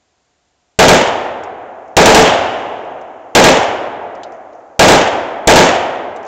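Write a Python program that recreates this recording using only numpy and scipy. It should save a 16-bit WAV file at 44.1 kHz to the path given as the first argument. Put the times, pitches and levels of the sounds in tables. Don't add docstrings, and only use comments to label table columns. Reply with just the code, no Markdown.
import sys
import numpy as np
from scipy import signal
from scipy.fft import rfft, irfft, next_fast_len
from scipy.io import wavfile
from scipy.ndimage import uniform_filter1d

SR = 44100
rng = np.random.default_rng(int(sys.argv[2]) if len(sys.argv) > 2 else 0)


def store_wav(level_fs):
    pcm = np.round(np.clip(np.atleast_2d(level_fs), -1, 1) * 32767)
    wavfile.write(sys.argv[1], SR, pcm.T.astype(np.int16))


N = 276507

# start t/s, rounds, cycle of the action t/s, relative level/dB, step per round/dB
BURST_TIMES = [(0.7893, 2, 0.092, -1, 0), (1.9669, 3, 0.089, -1.5, 1.32), (3.3503, 2, 0.089, 0.5, -2.5),
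               (4.7931, 2, .0891, 0.9, -2.5), (5.473, 2, 0.085, 0, -1)]


def amp(db):
    return 10 ** (np.asarray(db) / 20)


def unit(x):
    return x / np.sqrt(np.mean(x ** 2) + 1e-20)


def along(table, hz, column=1):
    columns = np.transpose(table)
    return np.interp(np.log(hz + 1), np.log(columns[0]), columns[column])


def filtered(x, response):
    n = x.shape[-1]
    padded = next_fast_len(n + 4096, real=True)
    return irfft(rfft(x, padded) * response(np.fft.rfftfreq(padded, 1 / SR)), padded)[..., :n]


def coloured(x, spectrum, peaks=()):
    bumps = lambda f: sum(db * np.exp(-.5 * ((f - hz) / width) ** 2) for hz, width, db in peaks)
    return unit(filtered(x, lambda f: amp(along(spectrum, f) + bumps(f))))


def noise_band(size, hz, width_hz):
    return unit(filtered(rng.standard_normal(size), lambda f: 1 / (1 + ((f - hz) / width_hz) ** 2)))


def add(track, s, sound):
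    part = track[round(s * SR):][:len(sound)]
    part += sound[:len(part)]


def shots():
    return [(start + k * cycle, db + k * step_db)
            for start, count, cycle, db, step_db in BURST_TIMES for k in range(round(count))]


def scatter(size, correlation=.7):
    noise = rng.standard_normal((len(shots()) + 1, size))
    return np.sqrt(correlation) * noise[0] + np.sqrt(1 - correlation) * noise[1:], np.arange(size) / SR


def reverberation(table, rise_s, size, peaks=()):
    noise, t = scatter(size)
    hz, age, bands = signal.stft(coloured(noise, table, peaks).astype(np.float32), SR, nperseg=512)
    decay = amp(-60 * age / along(table, hz, column=2)[:, None]).astype(np.float32)
    tail = signal.istft(bands * decay, SR, nperseg=512)[1][:, :size]
    return tail * (1 - np.exp(-t / rise_s))


def air():
    # f/Hz, level/dB
    hush_spectrum = [(18, -37), (30, -11), (76, -1), (104, -8), (458, -8), (648, -7.5), (711, -2.5),
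                     (779, -8), (1180, -12.5), (3840, -17), (4110, -17), (5950, -18), (7500, -13.5),
                     (9750, -56), (16500, -120)]
    # f/Hz, width/Hz, gain/dB
    drone_peak = [(735, 11, 5)]
    return amp(-63) * coloured(rng.standard_normal(N), hush_spectrum, peaks=drone_peak)


def leaf_litter(crinkle_db=4, sift_db=-74):
    # t/s, level/dB, swell t/s
    stirrings = [(4.32, -63, .015), (4.521, -64, .025), (4.58, -69.5, .015)]
    # f/Hz, level/dB
    leaf_spectrum = [(2500, -11.5), (4500, -6), (6500, 10), (7500, -8.5)]
    track, t = np.zeros(N), np.arange(SR // 4) / SR
    for s, db, swell in stirrings:
        noise = rng.standard_normal(len(t))
        crinkle = amp(crinkle_db * unit(uniform_filter1d(rng.standard_normal(len(t)), size=100)))
        envelope = amp(db) * t / swell * np.exp(1 - t / swell)
        add(track, s, envelope * coloured(noise * crinkle, leaf_spectrum))
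    add(track, BURST_TIMES[0][0], amp(sift_db) * coloured(rng.standard_normal(N), leaf_spectrum))
    return track


def spent_cases(tick_t60=.031, rustle_db=-20, rustle_t60=.18):
    # t/s, level/dB, tick f/Hz
    landings = [(1.4356, -39, 6100), (1.8781, -55, 6470), (2.846, -54, 6200), (3.013, -50, 6400),
                (4.152, -47.5, 5166), (4.2335, -32, 4380), (4.3218, -50, 6210), (4.5314, -55, 4800),
                (6.1624, -39, 6800), (6.2302, -48, 5810), (6.2507, -47, 6190), (6.2644, -42, 5890)]
    # f/Hz, level/dB, T60/s
    brass_modes = [(3025, 0, .067), (3402, -7, .063), (3760, 2, 0.05), (5087, -14, .072), (7200, -2, .032)]
    slap_s, slap_db = .0052, -8.5
    ring_db, ring_slope = -6, .7
    track, t = np.zeros(N), np.arange(SR // 5) / SR
    hardest_db = max(db for s, db, hz in landings)
    ring = sum(amp(db - 60 * t / t60) * np.sin(2 * np.pi * hz * t) for hz, db, t60 in brass_modes)
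    decay = amp(-60 * t / tick_t60) + amp(rustle_db - 60 * t / rustle_t60)
    for s, db, hz in landings:
        add(track, s, amp(db + ring_db + ring_slope * (db - hardest_db)) * ring)
        for delay, drop_db in ((0, 0), (slap_s, slap_db)):
            add(track, s + delay, amp(db + drop_db) * noise_band(len(t), hz, width_hz=2000) * decay)
    return track


def pings(rise_s=.0036, t60=.063, echo_db=-20.5):
    # t/s, level/dB
    ping_times = [(2.254, -2), (2.289, -10)]
    # f/Hz, level/dB, T60/s
    ping_tail = [(1505, -25, 1.8), (2900, 0.5, 1.53), (4180, -14.5, 1.13), (7500, -23, 1.3)]
    track, t = np.zeros(N), np.arange(SR // 4) / SR
    tails = reverberation(ping_tail, rise_s=.06, size=3 * SR // 2)
    for (s, db), tail in zip(ping_times, tails):
        ring = noise_band(len(t), hz=3070, width_hz=230)
        add(track, s, ring * (1 - np.exp(-t / rise_s)) * amp(db - 60 * t / t60))
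        add(track, s, amp(db + echo_db) * tail)
    return track


def muzzle_thump(level_db=14.5, hz=140, t60=.043):
    track, t = np.zeros(N), np.arange(SR // 8) / SR
    for s, db in shots():
        add(track, s, amp(db + level_db - 60 * t / t60) * np.sin(2 * np.pi * hz * t))
    return track


def report(spectrum, rise_s, t60):
    noise, t = scatter(SR // 8)
    return coloured(noise, spectrum) * (1 - np.exp(-t / rise_s)) ** 2 * amp(-60 * t / t60)


def rifle(build_up_s=.08, bolt_delay_s=.063):
    # f/Hz, level/dB
    crack_spectrum = [(100, -7.5), (600, -6), (1500, -2), (3000, 9.5), (5000, 0), (7500, 4.5)]
    # f/Hz, level/dB, T60/s
    clearing = [(30, -26.5, 0.15), (89.9, -10, 0.2), (170, -4.5, 0.19), (322, -2, 0.26), (490, 0.5, 0.22),
                (898, 0.5, 0.25), (1027, -10, 0.3), (1940, -10, 0.2), (3260, -14, 0.2), (4500, -23.5, 0.28),
                (7500, -21.5, 0.3)]
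    # f/Hz, width/Hz, gain/dB
    reinforced = [(116, 9, 7), (165.2, 19, 8.5), (255, 6.7, 8), (344.3, 10, 1.5), (441, 8.8, 11),
                  (529.5, 10, 6.5), (625, 20, 3), (1633, 28, 8.5)]
    # f/Hz, level/dB, T60/s
    near_trees = [(30, -15, 0.37), (151, -9.5, .7), (350, -6.5, 0.9), (623, 5.5, 0.8), (1200, -7, 1),
                  (2200, -9, 0.76), (3100, -9.5, 0.83), (4200, -16.5, 0.64), (7800, -21, 0.65)]
    # f/Hz, level/dB, T60/s
    far_woods = [(30, -37, 2.4), (96, -13.5, 1.8), (160, -24.5, 3), (330, -8, 2.52), (480, -6.5, 2.9),
                 (725, -4, 3.39), (842, -4, 2.65), (1115, -14.5, 2.9), (1986, -15, 2.03),
                 (3210, -24.5, 1.79), (4500, -29, 1.17), (7500, -42, 1.3)]
    # delay t/s, level/dB
    trunk_echoes = [(.033, 11), (.046, 5.5), (.13, -1), (.19, -9)]
    arrivals = [(0, amp(29) * report(crack_spectrum, rise_s=.0012, t60=.025)),
                (0, amp(17.5) * reverberation(clearing, rise_s=.0021, size=SR // 2, peaks=reinforced)),
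                (0, amp(.5) * reverberation(near_trees, rise_s=build_up_s, size=3 * SR // 2)),
                (0, amp(-14.5) * reverberation(far_woods, rise_s=build_up_s, size=5 * SR // 2)),
                (bolt_delay_s, amp(8) * report(crack_spectrum, rise_s=.00089, t60=.016))]
    arrivals += [(delay, amp(db) * report(clearing, rise_s=.00091, t60=.06)) for delay, db in trunk_echoes]
    track = np.zeros(N)
    for delay, rounds in arrivals:
        for (s, db), sound in zip(shots(), rounds):
            add(track, s + delay, amp(db) * sound)
    return track


def scene():
    return (rifle() + muzzle_thump() + pings() + spent_cases() + leaf_litter() + air())[None]


def clipped_at(x, new_rate, old_rate, ceiling=.7):
    resampled = signal.resample_poly(x, new_rate, old_rate, axis=-1, window=("kaiser", 6))
    return np.clip(resampled, -ceiling, ceiling)


def record(dry, camera_rate=16000, band_hz=7800, top_hz=16100):
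    narrow = filtered(dry, lambda hz: 1 / np.sqrt(1 + (hz / band_hz) ** 70))
    samples = clipped_at(narrow, camera_rate, SR)
    wave = clipped_at(samples, SR, camera_rate)[:, :N]
    return filtered(wave, lambda hz: np.sin(np.pi / 2 * np.clip((top_hz - hz) / 400, 0, 1)) ** 2)


dry = scene()
out = record(dry)
store_wav(out)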